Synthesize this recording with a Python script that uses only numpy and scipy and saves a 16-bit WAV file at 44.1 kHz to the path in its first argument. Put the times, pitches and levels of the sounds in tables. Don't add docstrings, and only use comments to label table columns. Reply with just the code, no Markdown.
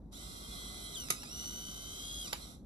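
import sys
import numpy as np
from scipy import signal
from scipy.fft import rfft, irfft, next_fast_len
from scipy.io import wavfile

SR = 44100
rng = np.random.default_rng(int(sys.argv[2]) if len(sys.argv) > 2 else 0)


def wav_out(sig):
    wavfile.write(sys.argv[1], SR, np.round(np.clip(np.atleast_2d(sig).T, -1, 1) * 32767).astype(np.int16))


N = 116865
T_S = np.arange(N) / SR
PORT_LAG_S = 0.0002323


def undb(db):
    return 10 ** (np.asarray(db) / 20)


def unit(x):
    return x / np.sqrt(np.mean(x ** 2))


def curve(table, axis=1):
    rows = np.array(table)
    return np.interp(T_S, rows[:, 0], rows[:, axis])


def wander(hz):
    lowpass = signal.butter(2, hz, fs=SR, output="sos")
    return unit(signal.sosfilt(lowpass, rng.standard_normal(N)))


def colour(x, table, axis=1):
    rows = np.array(table)
    size = next_fast_len(N + 8192, real=True)
    hz = np.arange(size // 2 + 1) * SR / size
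    gain_db = np.interp(np.log(hz + 1), np.log(rows[:, 0]), rows[:, axis])
    cepstrum = irfft(np.log(undb(gain_db)), size)
    cepstrum[1:size // 2] *= 2
    cepstrum[size // 2 + 1:] = 0
    response = np.exp(rfft(cepstrum))
    return irfft(rfft(x, size) * response, size)[:N]


def lag(x):
    return np.interp(T_S - PORT_LAG_S, T_S, x)


def radiate(pair, table):
    left = lag(colour(pair[0], table, axis=1))
    right = colour(pair[1], table, axis=2)
    return np.array([left, right])


def ports(source, apart):
    apart = np.clip(apart, 0, 1)
    common = source()
    own = np.array([source(), source()])
    return np.sqrt(1 - apart) * common + np.sqrt(apart) * own


def scatter(x, t60_s, db):
    t = np.arange(SR // 4) / SR
    tail = rng.standard_normal((2, len(t))) * np.exp(-np.log(1000) * t / t60_s)
    tail /= np.sqrt(np.sum(tail ** 2, axis=1, keepdims=True))
    return undb(db) * signal.fftconvolve(x, tail, axes=1)[:, :N]


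# (time [s], rate [Hz])
MESH_RATE = [(.12, 1203), (.15, 1701), (.175, 1918), (.212, 2020), (.282, 2067), (.5, 2086), (.548, 2058),
             (.632, 2027), (.7, 2023), (.932, 2013), (.95, 1884), (.967, 1586), (1.0, 1498), (1.04, 1422),
             (1.07, 1302), (1.095, 1275), (1.14, 1314), (1.18, 1252), (1.225, 1423), (1.262, 1191),
             (1.3, 1345), (1.33, 1450), (1.37, 1464), (1.52, 1486), (1.65, 1515), (1.82, 1541), (2.0, 1594),
             (2.14, 1650), (2.228, 1630), (2.255, 1500), (2.28, 1166), (2.32, 1371), (2.37, 1959),
             (2.41, 2079), (2.47, 1919), (2.62, 1710)]
# (time [s], whine and gear lines [dB], rattle [dB], rubbing [dB])
DRIVE_LEVELS = [(.108, -51, -48, -37), (.126, -18, -8, -6.5), (.17, -4.5, 0, -3.5), (.25, -7, 4.5, -3.5),
                (.47, -8, 2, -2.5), (.54, -1.5, 4, -0.5), (.7, -1, -0.5, -0.5), (.92, -1, -0.5, -0.5),
                (.957, 3.5, -10, -0.5), (1.06, -5.5, -4, -1.5), (1.18, -4.5, -18, -4.5),
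                (1.29, -5.5, -12, -3.5), (1.38, -3, 2, -1.5), (1.6, -3, -1.5, -3), (1.83, -4, 0.5, -3.5),
                (2.0, -1.5, 4, -3.5), (2.2, 2, 3, -5), (2.28, -2, 3.5, -1), (2.36, -19, -2, -4.5),
                (2.43, -4, -1, -2.5), (2.53, -20, -6, -7), (2.63, -49, -29.5, -32)]
# (frequency [Hz], left [dB], right [dB])
CASE_COLOUR = [(148, -14, -1), (412, 6.5, -11), (740, 0.5, 7.5), (863, -4, -3), (1280, 6.5, 4.5),
               (1510, 0.5, 2.5), (1790, -19.5, -23.5), (1988, 2, 2.5), (2530, -18, -1.5), (2855, 3, -12.5),
               (3383, 9, 6.5), (3750, -9.5, 7), (3780, -2, 9), (4610, 3.5, -2), (4930, -4.5, 3),
               (5330, -7, -1.5), (5933, 7, 6.5), (6300, -3, -6.5), (6770, -2.5, -3), (7320, 5, -1),
               (7850, -14, -3), (7950, 1, 4), (8420, -13, -5.5), (8710, 3, -3.5), (9500, -17.5, -2),
               (9740, -1.5, 3), (10190, -17, -3), (10440, 2, 2), (11880, -3, 2), (12910, -10.5, -6.5),
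               (13200, -46, -48.5)]
PINION_TEETH = 11
FREE_HZ, LOADED_HZ = 2050, 1655
SPEED_JITTER, JITTER_HZ = 0.00138, 30.45
STALL_HZ, STALL_JUDDER, JUDDER_HZ = 1431.5, 0.109, 119.7
WOBBLE = 0.12
RATTLE_DB, RATTLE_APART = -56, 0.52
RATTLE_SLIP_TURNS, SLIP_HZ = 0.0009, 150
RUB_DB, RUB_APART = -47, 0.34
CAVITY_T60_S, CAVITY_DB = 0.021, -1.5


def motor():
    hz = curve(MESH_RATE)
    load = np.clip((FREE_HZ - hz) / (FREE_HZ - LOADED_HZ), 0, 1)
    jitter = SPEED_JITTER * wander(JITTER_HZ)
    judder = STALL_JUDDER * np.maximum(1 - hz / STALL_HZ, 0) * wander(JUDDER_HZ)
    teeth = np.cumsum(hz * (1 + jitter + judder)) / SR
    turns = teeth / PINION_TEETH

    singing = whine(teeth, load) * (1 + WOBBLE * np.sin(2 * np.pi * turns))
    tones = (singing + gear_lines(turns, load)) * undb(curve(DRIVE_LEVELS, axis=1))

    slipping = turns + RATTLE_SLIP_TURNS * wander(SLIP_HZ)
    clatter = ports(lambda: rattle(slipping), RATTLE_APART)
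    clatter = clatter * undb(RATTLE_DB + curve(DRIVE_LEVELS, axis=2))
    rub = ports(lambda: rubbing(turns), RUB_APART)
    rub = rub * undb(RUB_DB + curve(DRIVE_LEVELS, axis=3))

    direct = clatter + rub
    cavity = scatter(direct, CAVITY_T60_S, CAVITY_DB)
    grain = (direct + cavity) / np.hypot(1, undb(CAVITY_DB))
    return radiate(tones + grain, CASE_COLOUR)


# (multiple of mesh rate, running free [dB], under load [dB])
WHINE_HARMONICS = [(1, -61, -63.5), (2, -59.5, -53.5), (3, -66, -61.5), (4, -60, -51), (5, -60.5, -60.5),
                   (6, -75, -56), (7, -80, -63), (8, -73, -58)]
WHINE_ROUGH, ROUGH_PER_HARMONIC, ROUGH_HZ = 0.16, 0.13, 198
SWELL_DB, SWELL_HZ = 1.1, 12.5
FLUTTER, WHEEL_TEETH = 0.22, 24


def whine(teeth, load):
    out = 0
    for k, free_db, loaded_db in WHINE_HARMONICS:
        k = round(k)
        rough = WHINE_ROUGH + ROUGH_PER_HARMONIC * k
        shake = rough * (wander(ROUGH_HZ) + 1j * wander(ROUGH_HZ)) / np.sqrt(2)
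        db = free_db + load * (loaded_db - free_db) + SWELL_DB * wander(SWELL_HZ)
        out = out + undb(db) * np.real((1 + shake) * np.exp(2j * np.pi * k * teeth))
    flutter = 1 + FLUTTER * load * np.sin(2 * np.pi * teeth / WHEEL_TEETH)
    return np.sqrt(2) * out * flutter


# (multiple of shaft rate, level [dB])
SHAFT_LINES = [(13, -66.5), (17, -67), (18, -65.5), (19, -78), (21, -77), (23, -66), (25, -81), (41, -72),
               (53, -64)]
GEAR_SWELL_DB, GEAR_LOAD_DB = 5, -10.5


def gear_lines(turns, load):
    out = 0
    for k, db in SHAFT_LINES:
        level = undb(db + GEAR_SWELL_DB * wander(SWELL_HZ))
        out = out + level * np.sin(2 * np.pi * (round(k) * turns + rng.random()))
    return np.sqrt(2) * out * undb(GEAR_LOAD_DB * load)


# (multiple of shaft rate, relative level [dB])
RATTLE_ORDERS = [(3, -12), (5, -2), (6, -0.5), (7, -4.5), (8, -12), (10, -4.5), (13, -7.5), (15, 2),
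                 (20, -5), (26, 0.5), (34, 0.5), (44, 3), (66, -2.5), (95, 2)]


def rattle(turns):
    size = 2048
    orders = np.arange(size // 2 + 1)
    multiples, levels_db = np.array(RATTLE_ORDERS).T
    gains = undb(np.interp(orders, multiples, levels_db, left=-np.inf, right=-np.inf))
    gains = gains * (orders % PINION_TEETH > 0)
    pattern = unit(irfft(gains * np.exp(2j * np.pi * rng.random(len(orders)))))
    return np.interp(turns, np.arange(size) / size, pattern, period=1)


# (frequency [Hz], relative level [dB])
RUB_SPECTRUM = [(200, 1.5), (1500, -4), (3500, -1), (6000, -1.5), (11000, -0.5)]
RUB_PULSE, RUB_GRIT, GRIT_HZ = 0.19, 0.17, 680


def rubbing(turns):
    pulse = 1 + RUB_PULSE * np.sin(2 * np.pi * turns)
    grit = np.exp(RUB_GRIT * wander(GRIT_HZ))
    hiss = rng.standard_normal(N) * pulse * grit
    return unit(colour(hiss, RUB_SPECTRUM))


CRACK_APART = 0.35
TAIL_T60_S, TAIL_DB = 0.2, -8


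def strikes(contacts, colours, modes, ring_db):
    force, ring = 0, 0
    for start_s, db, decay_s in contacts:
        age_s = np.maximum(T_S - start_s, 0)
        force = force + (T_S >= start_s) * undb(db) ** 2 * np.exp(-2 * age_s / decay_s)
    crack = np.sqrt(force) * ports(lambda: rng.standard_normal(N), CRACK_APART)
    for hz, db, t60_s in modes:
        keep = np.exp(-2 * np.log(1000) / (t60_s * SR))
        energy = signal.lfilter([1], [1, -keep], force + 1e-18)
        envelope = np.sqrt(energy / energy.max())
        tone = np.sin(2 * np.pi * (hz * T_S + rng.random()))
        ring = ring + undb(ring_db + db) * envelope * tone
    heard = radiate(crack + scatter(crack, TAIL_T60_S, TAIL_DB), colours)
    return heard + np.array([lag(ring), ring])


# (time [s], level [dB], decay time constant [s])
SNAP_CONTACTS = [(1.086, -36.5, 0.0012), (1.1022, -26.5, 0.0039), (1.1042, -18, 0.0012),
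                 (1.1053, -20, 0.0011), (1.1066, -22.5, 0.0015), (1.1104, -27, 0.0029),
                 (1.116, -48, 0.0034), (1.123, -32.5, 0.002), (1.1382, -46, 0.0022)]
# (frequency [Hz], left [dB], right [dB])
SNAP_RADIATION = [(99, -7, -2), (335, 0, 1), (865, -3, -3), (1320, 7.5, 5), (1620, 1, -5.5),
                  (2310, -20, 13), (2730, 5.5, -3.5), (3650, -7, 4.5), (4900, -1.5, 1), (5900, 5.5, -12.5),
                  (6230, 5.5, 10), (7900, -1, -1.5), (9300, 2.5, -3), (10500, -6, 11), (11100, 12, -5),
                  (11600, 1, 2.5), (12800, 1, 1.5), (13400, -27, -20.5)]
# (frequency [Hz], level re ring [dB], T60 [s])
SNAP_RING = [(1242, 3, 0.15), (2200, 2, .12), (3810, -5.5, 0.26), (4730, -4, 0.084), (5380, 0, 0.062),
             (6100, -6, 0.065), (6400, -5, .08), (10800, -17, .07), (11200, -14, .08), (11610, -12, 0.064)]


def snap():
    return strikes(SNAP_CONTACTS, SNAP_RADIATION, SNAP_RING, ring_db=-42)


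# (time [s], level [dB], decay time constant [s])
CLACK_CONTACTS = [(1.2325, -41.5, 0.0052), (1.438, -47, 0.0074), (2.327, -37, 0.0023),
                  (2.3293, -26, 0.0019), (2.3314, -23, 0.0013), (2.3365, -34, 0.0026), (2.351, -49, 0.0055)]
# (frequency [Hz], left [dB], right [dB])
CLACK_RADIATION = [(99, -28, 0), (352, -5, 7.5), (870, 1.5, 4.5), (1460, 2.5, 7), (2454.5, 4.5, 7),
                   (3130, 7.5, -2), (3400, -3, 1.5), (4340, 1, 7.5), (5270, -5, 2), (5560, -8, -13),
                   (7100, 2, 6), (8306, -9, -10), (9800, -2, -2), (10500, -13, 4.5), (12300, -21, -6),
                   (12700, 2, 2), (13200, -34, -14)]
# (frequency [Hz], level re ring [dB], T60 [s])
CLACK_RING = [(845, 5.5, 0.045), (967, 2.5, 0.04), (1205, -3, 0.086), (2930, -7, 0.046), (4580, -15, 0.07),
              (5400, 7, 0.041)]


def clack():
    return strikes(CLACK_CONTACTS, CLACK_RADIATION, CLACK_RING, ring_db=-43.5)


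# (time [s], envelope peak [dB], frequency [Hz])
RUMBLE_SWELLS = [(.235, -45.5, 49), (0.483, -44.5, 51), (1.362, -44, 56.5), (2.1, -52, 50.6)]
SWELL_RISE_S = 0.018


def rumble_swells():
    out = 0
    for start_s, db, hz in RUMBLE_SWELLS:
        age_s = np.maximum(T_S - start_s, 0)
        envelope = age_s / SWELL_RISE_S * np.exp(1 - age_s / SWELL_RISE_S)
        out = out + undb(db) * envelope * np.sin(2 * np.pi * hz * age_s)
    return out


# (frequency [Hz], relative level per Hz [dB])
RUMBLE_SPECTRUM = [(20, -17), (33, -23), (42, -6.5), (52, 4), (63, -1), (85, -9.5), (130, -9), (200, -8),
                   (270, -10), (330, -16), (500, -23), (800, -28.5), (1500, -46.5), (3000, -67.5),
                   (13000, -66), (13500, -95)]
RUMBLE_DB, RUMBLE_SIDE_DB = -51.5, -12


def rumble():
    mid = unit(colour(rng.standard_normal(N), RUMBLE_SPECTRUM))
    side = unit(colour(rng.standard_normal(N), RUMBLE_SPECTRUM))
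    return undb(RUMBLE_DB) * (mid + undb(RUMBLE_SIDE_DB) * side * np.array([[1], [-1]]))


def scene():
    return motor() + snap() + clack() + rumble_swells() + rumble()


TOP_HZ = 14200


def record(dry):
    lowpass = signal.ellip(10, .2, 70, TOP_HZ, fs=SR, output="sos")
    return signal.sosfilt(lowpass, dry)


dry = scene()
out = record(dry)
wav_out(out)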